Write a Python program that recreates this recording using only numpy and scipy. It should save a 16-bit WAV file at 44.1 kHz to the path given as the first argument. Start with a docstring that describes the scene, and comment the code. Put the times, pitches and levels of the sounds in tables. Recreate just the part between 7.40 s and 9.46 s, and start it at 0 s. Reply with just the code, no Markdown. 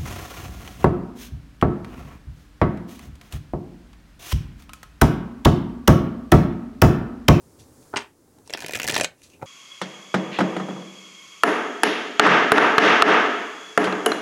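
"""Riffle shuffle on a table

A deck of cards is riffle-shuffled on a wooden table in a small room.
Two halves knock and clack on the wood, then the cards snap down in a fast, uneven run.
They slide softly together and the deck is set down with a dull knock.
Touches are short bursts of coloured noise, slides are grainy noise with a faint squeak.
The touches and slides make the table ring and the room echo, over a low rumble and hiss.
"""
import sys
import numpy as np
from scipy import signal
from scipy.fft import rfft, irfft
from scipy.io import wavfile

SR = 44100
rng = np.random.default_rng(int(sys.argv[2]) if len(sys.argv) > 2 else 0)


def transcribe(signal):
    """Save signal, clipped to [-1, 1], as a 16-bit WAV file at the path in sys.argv[1]."""
    frames = np.atleast_2d(signal).T
    limited = np.clip(frames, -1, 1)
    pcm = np.round(limited * 32767).astype(np.int16)
    wavfile.write(sys.argv[1], SR, pcm)


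N = 90757  # length [samples]

# Every colour table below is a tone balance; only the differences between its points matter.
# background levels: (time [s], level [dB])
RUMBLE_LEVEL = [(0, -57), (.25, -53), (.52, -54.5), (.72, -60), (1.0, -55.5), (1.7, -63), (2.05, -53.5)]
HISS_LEVEL = [(0, -62.5), (.25, -62), (.5, -57.5), (.72, -68.5), (1.0, -65), (1.75, -67.5), (2.05, -65)]
# background colours: (frequency [Hz], level [dB])
RUMBLE_COLOUR = [(18, -30), (30, -3), (45, -23.5), (70, 1.5), (130, -2.5), (195, -5.5), (275, 0), (430, -3),
                 (700, -14), (1200, -19), (2500, -31), (6000, -30.5)]
HISS_COLOUR = [(1000, 4), (3000, -9), (5000, -0.5), (7000, 2), (11000, -0.5), (12500, -9.5), (16000, -6)]

# hands and packets bump softly on the table: (time [s], level [dB], rise [s], decay [s])
BUMPS = [(.002, -49, 0.0046, 0.063), (.06, -48, .01, 0.017), (.195, -45, 0.0058, 0.016),
         (0.376, -48.5, 0.0025, 0.018), (1.349, -37, 0.0079, 0.029), (1.44, -33.5, 0.0063, 0.018),
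         (1.524, -34, 0.0024, 0.022), (1.603, -37, 0.005, 0.014), (1.672, -51, 0.0034, 0.011)]
# colour of a bump: (frequency [Hz], level [dB])
BUMP_COLOUR = [(20, -32), (50, -6), (80, -7), (120, 5.5), (170, -1), (260, 6.5), (340, -19.5), (700, -22),
               (2000, -56)]

# cards slide over each other: (time [s], swish level [dB], rise [s], decay [s], squeak level [dB])
SLIDES = [(0.184, -52.5, 0.019, 0.025, -81), (0.425, -56, .002, 0.0052, -69),
          (0.985, -56, 0.002, 0.0017, -67), (1.05, -60, 0.016, 0.021, -70),
          (1.76, -67, 0.041, 0.034, -69.5), (1.8178, -51, 0.0014, 0.0015, -47),
          (1.826, -51, .009, 0.034, -71), (1.898, -58, .003, 0.0058, -64), (1.912, -70, .008, .02, -63.5),
          (1.931, -66, 0.0044, 0.015, -55)]
# colour of the swish: (frequency [Hz], level [dB])
SLIDE_COLOUR = [(100, -8), (300, -12), (1500, -11), (2600, -5.5), (3300, -1), (3750, 0), (4200, 0),
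                (5200, -3), (5950, 3.5), (6800, -1), (8000, -4.5), (11000, -5.5), (15000, -29)]
SLIDE_GRAIN_DB = 2  # random unevenness of the friction
SQUEAK_HZ, SQUEAK_WIDTH_HZ = 2670, 220

# a packet meets the table broadside: (time [s], level [dB], rise [s], decay [s])
KNOCKS = [(0.528, -40, 0.0052, 0.0058), (.5379, -21, 0.00072, 0.0081), (0.9838, -53, 0.00041, 0.0076)]
# colour of a knock: (frequency [Hz], level [dB])
KNOCK_COLOUR = [(20, -46), (50, -28), (110, -11), (165, -4), (270, -8), (420, 1), (500, -12), (680, -5),
                (830, 7.5), (1050, -7.5), (1350, -2), (1750, -11), (2200, -28), (4000, -32), (14000, -62)]
KNOCK_CLICK = 7  # size of the single-sample click, before the burst is set to its level

# loose card edges clack on the wood:
# (time [s], body level [dB], rise [s], body decay [s], bright edge level [dB])
CLACKS = [(0.5599, -22.5, 0.00033, .005, -37), (.5645, -22, 0.00055, 0.0043, -39),
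          (.569, -22.5, 0.0018, 0.0043, -25), (0.5732, -25, 0.0011, 0.0064, -37),
          (0.577, -34, .001, 0.0046, -43), (0.587, -30, 0.0022, .012, -41.5),
          (0.604, -32, 0.0011, 0.028, -44)]
# colours of the body and the bright edge of a clack: (frequency [Hz], level [dB])
CLACK_COLOUR = [(20, -52), (70, -24), (220, -4.5), (420, 0), (720, -3), (930, 7.5), (1080, 0), (1330, -0.5),
                (1700, -1), (2900, -0.5), (3700, -7), (5000, -15), (8000, -48)]
CLACK_EDGE_COLOUR = [(2500, -23), (4600, 2.5), (6000, 1), (7500, -5), (8600, -1.5), (10000, -18),
                     (13000, -29), (16000, -49)]

# cards leave the thumbs; each part's level is shifted by its trim below:
# (time [s], slap on the pile [dB], crack of the card [dB], tick of its edge [dB])
SNAPS = [(1.075, -48.5, -57, -46), (1.096, -37.5, -38, -50), (1.1039, -37, -38, -41.5),
         (1.127, -40.5, -37, -42), (1.136, -32.5, -23.5, -26), (1.146, -28.5, -28.5, -55),
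         (1.1736, -45, -32, -40), (1.183, -39.5, -42, -47), (1.191, -42, -38, -45),
         (1.204, -57, -35.5, -37.5), (1.207, -43, -40, -51), (1.214, -56, -49, -44),
         (1.221, -36.5, -32, -41.5), (1.232, -43, -39.5, -47), (1.24, -34, -42, -47),
         (1.245, -31, -29.5, -46), (1.2617, -41.5, -31, -35.5), (1.2824, -39, -33.5, -38),
         (1.293, -29.5, -33.5, -43), (1.308, -46, -32, -40), (1.3218, -39, -41, -38.5),
         (1.3343, -30, -24.5, -33), (1.348, -39, -24, -37), (1.3525, -30, -21, -30), (1.358, -39, -36, -50),
         (1.362, -51, -49, -36), (1.3722, -34.5, -34, -36), (1.388, -60, -39, -42),
         (1.398, -32.5, -21, -32.5), (1.409, -41, -48, -58), (1.417, -35.5, -28.5, -35.5),
         (1.43, -34, -25.5, -30.5), (1.442, -30.5, -31, -34.5), (1.446, -32, -29, -38),
         (1.455, -33.5, -33, -48), (1.468, -37.5, -45, -32), (1.4761, -39, -22, -26),
         (1.484, -27, -21, -26), (1.495, -26.5, -19.5, -35), (1.4984, -30.5, -27.5, -28.5),
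         (1.501, -33, -24, -38), (1.511, -37, -31, -31), (1.522, -29, -29.5, -32), (1.53, -29, -29, -44),
         (1.537, -28.5, -51, -34), (1.542, -39, -20, -26.5), (1.545, -50, -29.5, -35),
         (1.552, -37, -24.5, -24.5), (1.5624, -19, -15.5, -43), (1.566, -25, -32, -27.5),
         (1.578, -43, -21.5, -28.5), (1.5822, -26, -28, -44), (1.586, -29.5, -51, -32.5),
         (1.5977, -24, -21.5, -30), (1.61, -17.5, -18, -22), (1.619, -54, -50, -49), (1.633, -30, -37, -31),
         (1.637, -63, -28.5, -32.5), (1.644, -26.5, -18, -23.5), (1.652, -62, -35.5, -43)]
SLAP_TRIM_DB, CRACK_TRIM_DB, TICK_TRIM_DB = -0.5, -1.5, 0.5
# colours of the parts of a snap, with the finest part of the tick last: (frequency [Hz], level [dB])
SLAP_COLOUR = [(20, -34), (50, -26), (110, -13), (170, -6), (250, -5.5), (340, -5.5), (480, 1), (660, -1.5),
               (950, -4), (1200, -15.5), (2500, -56)]
CRACK_COLOUR = [(800, -18.5), (1300, -8), (1550, -4.5), (1850, 2), (2150, -2), (2550, 1.5), (2950, -2.5),
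                (3300, -4), (4200, -8), (6000, -27.5)]
TICK_COLOUR = [(3000, -23.5), (4600, -0.5), (5500, 1), (7500, -1), (10000, -8.5), (13000, -16.5),
               (16000, -38)]
CRISP_COLOUR = [(6000, -33), (9500, 6), (12000, 2), (16000, -0.5)]
# the finest part of the tick is strongest mid-run, where the cards are bent most:
# (time [s], level against the tick before its trim [dB])
CRISPNESS = [(1.09, -24), (1.2, -6.5), (1.27, -5), (1.4, -5), (1.5, -5.5), (1.56, -22), (1.65, -31)]
# typical times, varied from card to card
SNAP_RISE_S, SLAP_DECAY_S, CRACK_DECAY_S, TICK_DECAY_S = 0.0009, 0.0017, 0.0026, 0.0013
CARD_SPREAD = 0.25  # spread of those times, in natural-log units
CARD_COLOUR_DB = 3.5  # random spread at each colour point
SNAP_CLICK = 1.8  # size of the single-sample click, before the burst is set to its level
FLUTTER_DB, FLUTTER_DECAY_S = -18, 0.008  # the card rubs on the pile; level against the main chatter

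# the whole deck is set down: (time [s], level [dB], rise [s], decay [s])
SET_DOWNS = [(1.989, -49.5, 0.0089, 0.01), (2.013, -41.5, 0.0034, .004), (2.022, -33.5, 0.00179, 0.0056),
             (2.027, -25.5, 0.001995, 0.0029)]
# colour of a set-down: (frequency [Hz], level [dB])
SET_DOWN_COLOUR = [(20, -33), (60, -17), (125, 1), (170, -3.5), (235, 1), (310, -5.5), (410, -2.5),
                   (470, -2), (540, 2), (640, -10), (760, 5.5), (850, 4), (1080, -14), (1330, -8),
                   (1600, -22.5), (2350, -13), (3000, -32), (14000, -42.5)]

LEVEL_WINDOW_S = 0.004  # a touch's level is its energy averaged over this time
GRAIN_DB = 3.0  # random unevenness of the chatter within one touch

# ringing tones of the table, all lowered by TABLE_DB:
# (frequency [Hz], strength [dB], time to fall 60 dB [s])
TABLE_TONES = [(116, -3, 0.34), (166.3, 3.5, 0.21), (236.8, 3.5, 0.15), (300, -32, 0.18), (413, -1.5, 0.14),
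               (555, 0, 0.084), (634, 6, 0.081), (737, -9.5, .12), (917, -9.5, 0.057), (1910, -16, 0.036),
               (2506, 0, 0.053), (3030, -4, 0.048), (3150, -3, .04)]
TABLE_DB = -55.5

# how long the room rings: (frequency [Hz], time to fall 60 dB [s])
ROOM_T60 = [(150, 0.01), (600, 0.254), (2500, 0.1856), (6000, 0.1154), (14000, 0.16)]
# colour of the room's echo: (frequency [Hz], level [dB])
ROOM_COLOUR = [(60, -5), (200, 4), (600, -2.5), (1700, 2.5), (3000, -0.5), (5000, 2.5), (9000, -2.5),
               (15000, -4)]
TAIL_DB, TAIL_RISE_S = -15.5, 0.0052
EARLY_DB, EARLY_RISE_S, EARLY_DECAY_S = -13, 0.0017, 0.0049
CUTOFF_HZ = 15950


def from_db(db):
    """Turn decibels into a gain."""
    return 10 ** (np.asarray(db) / 20)


def unit_energy(x):
    """Scale to a total energy of one."""
    return x / np.sqrt(np.sum(x ** 2) + 1e-20)


def at_hz(points, hz):
    """Read a table at given frequencies, on a log-frequency axis."""
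    f, v = np.transpose(points)
    return np.interp(np.log(np.maximum(hz, 1)), np.log(f), v)


def in_time(points):
    """Read a curve at every sample."""
    return np.interp(np.arange(N) / SR, *np.transpose(points))


def colour(x, spectrum, size=2048):
    """Give a sound a tone balance with a minimum-phase filter that keeps the level of white noise."""
    hz = np.arange(size + 1) * SR / (2 * size)
    cepstrum = irfft(np.log(from_db(at_hz(spectrum, hz))))
    # folding the cepstrum forward puts the filter's energy as early as possible
    cepstrum[1:size] *= 2
    cepstrum[size + 1:] = 0
    response = unit_energy(irfft(np.exp(rfft(cepstrum)))[:size])
    filtered = signal.fftconvolve(np.atleast_2d(x), response[None], axes=1)
    return filtered[:, :x.shape[-1]].reshape(x.shape)


def swell(t, rise, decay):
    """Rise in a straight line, then die away exponentially."""
    attack = np.clip(t / np.maximum(rise, 1e-5), 0, 1)
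    return attack * np.exp(-np.maximum(t - rise, 0) / decay)


def grain(shape, spread_db):
    """Random gains, each held for 32 samples, make noise uneven."""
    return from_db(spread_db * np.repeat(rng.standard_normal(shape), 32, axis=-1))


def contacts(times, db, rise, decay, spectrum, click=0, flutter=0, uneven_db=0, size=6144):
    """Each touch is a coloured, quickly dying chatter, with an optional click and longer flutter."""
    count, t = len(times), np.arange(size) / SR
    envelope = swell(t, rise[:, None], decay[:, None])
    envelope = envelope + flutter * swell(t, rise[:, None], FLUTTER_DECAY_S)
    unevenness = grain((count, size // 32), GRAIN_DB)
    chatter = rng.standard_normal((count, size)) * envelope * unevenness
    # the click falls where the rise ends
    chatter[np.arange(count), (rise * SR).astype(int)] += click
    tints = uneven_db * rng.standard_normal((count, len(spectrum)))
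    out = np.zeros(N + SR)
    for s, level, burst, tint in zip(times, db, chatter, tints):
        start = max(int(s * SR), 0)
        # the tint shifts the levels in the colour table, not its frequencies
        burst = colour(burst, np.array(spectrum) + np.outer(tint, [0, 1]))
        gain = from_db(level) * np.sqrt(LEVEL_WINDOW_S * SR)
        out[start:start + size] += gain * unit_energy(burst)
    return out[:N]


def background():
    """Low room noise and a thin hiss, each coloured noise that follows its own level curve."""
    rumble = from_db(in_time(RUMBLE_LEVEL)) * colour(rng.standard_normal(N), RUMBLE_COLOUR)
    hiss = from_db(in_time(HISS_LEVEL)) * colour(rng.standard_normal(N), HISS_COLOUR)
    return rumble + hiss


def bumps():
    """Hands and packets touch the table softly, giving low bursts without a click."""
    return contacts(*np.transpose(BUMPS), BUMP_COLOUR)


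def slides():
    """Friction of card on card gives short grainy swishes and excites a faint squeaking resonance."""
    t = np.arange(N) / SR
    swish, squeak = np.zeros(N), np.zeros(N)
    for s, swish_db, rise, decay, squeak_db in SLIDES:
        shape = swell(t - s, rise, decay)
        swish += from_db(swish_db) * shape
        squeak += from_db(squeak_db) * shape
    friction = rng.standard_normal(N) * grain(N // 32 + 1, SLIDE_GRAIN_DB)[:N]
    resonance = signal.iirpeak(SQUEAK_HZ, SQUEAK_HZ / SQUEAK_WIDTH_HZ, fs=SR)
    # make up for the noise lost outside the narrow band
    makeup = np.sqrt(SR / (np.pi * SQUEAK_WIDTH_HZ))
    return colour(swish * friction, SLIDE_COLOUR) + makeup * signal.lfilter(*resonance, squeak * friction)


def knocks():
    """A packet strikes the table broadside, with a click inside a dull burst."""
    return contacts(*np.transpose(KNOCKS), KNOCK_COLOUR, KNOCK_CLICK)


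def clacks():
    """Cards land on their edges in a tight cluster, each with a body and a shorter bright edge."""
    s, body_db, rise, decay, edge_db = np.transpose(CLACKS)
    body = contacts(s, body_db, rise, decay, CLACK_COLOUR)
    edge = contacts(s, edge_db, rise, decay * 0.66, CLACK_EDGE_COLOUR)
    return body + edge


def riffle():
    """Each card ticks off the thumb, cracks straight and slaps the pile, all within one short snap."""
    s, slap, crack, tick = np.transpose(SNAPS)
    # each card has its own rise and length, shared by all parts of its snap
    spread = np.clip(rng.standard_normal((len(s), 2)), -2, 2)
    rise, length = np.exp(CARD_SPREAD * spread).T
    crisp = tick + np.interp(s, *np.transpose(CRISPNESS))
    parts = [(slap + SLAP_TRIM_DB, SLAP_DECAY_S, SLAP_COLOUR),
             (crack + CRACK_TRIM_DB, CRACK_DECAY_S, CRACK_COLOUR),
             (tick + TICK_TRIM_DB, TICK_DECAY_S, TICK_COLOUR),
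             (crisp, TICK_DECAY_S, CRISP_COLOUR)]
    out = np.zeros(N)
    for db, decay, spectrum in parts:
        out += contacts(s, db, SNAP_RISE_S * rise, decay * length, spectrum,
                        click=SNAP_CLICK, flutter=from_db(FLUTTER_DB), uneven_db=CARD_COLOUR_DB)
    return out


def set_downs():
    """The whole deck meets the table in a few close, dull blows."""
    return contacts(*np.transpose(SET_DOWNS), SET_DOWN_COLOUR, KNOCK_CLICK)


def table(blows):
    """The table top rings as a set of decaying tones, driven by the sound of the cards."""
    out = np.zeros(N)
    for hz, db, t60 in TABLE_TONES:
        r = from_db(-60 / (t60 * SR))  # gain left after each sample
        w = 2 * np.pi * hz / SR  # turn per sample [radians]
        ring = signal.lfilter([0, np.sin(w)], [1, -2 * r * np.cos(w), r * r], blows + 1e-18)
        out += from_db(db + TABLE_DB) * ring
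    return out


def room(x):
    """Walls return a short early burst and a tail whose bands each die at their own rate."""
    t = np.arange(SR // 2) / SR
    tail = np.zeros(len(t))
    edges = np.geomspace(50, 18000, 9)  # band limits [Hz]
    for low, high in zip(edges, edges[1:]):
        band_filter = signal.butter(2, [low, high], "band", fs=SR, output="sos")
        band = signal.sosfilt(band_filter, rng.standard_normal(len(t)))
        # a 60 dB fall is a factor of 1000
        decay = at_hz(ROOM_T60, np.sqrt(low * high)) / np.log(1000)
        tail += band * swell(t, TAIL_RISE_S, decay)
    early = rng.standard_normal(len(t)) * swell(t, EARLY_RISE_S, EARLY_DECAY_S)
    response = from_db(TAIL_DB) * unit_energy(tail) + from_db(EARLY_DB) * unit_energy(early)
    return signal.fftconvolve(x, colour(response, ROOM_COLOUR))[:N]


def scene():
    """Add the cards, the ringing table, the room and the background into one channel."""
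    cards = riffle() + knocks() + set_downs() + bumps() + clacks() + slides()
    return (cards + table(cards) + room(cards) + background())[None]


def record(dry):
    """Cut the top of the treble steeply with a low-pass filter."""
    low_pass = signal.ellip(10, 0.1, 70, CUTOFF_HZ, fs=SR, output="sos")
    return signal.sosfilt(low_pass, dry)


dry = scene()
out = record(dry)
transcribe(out)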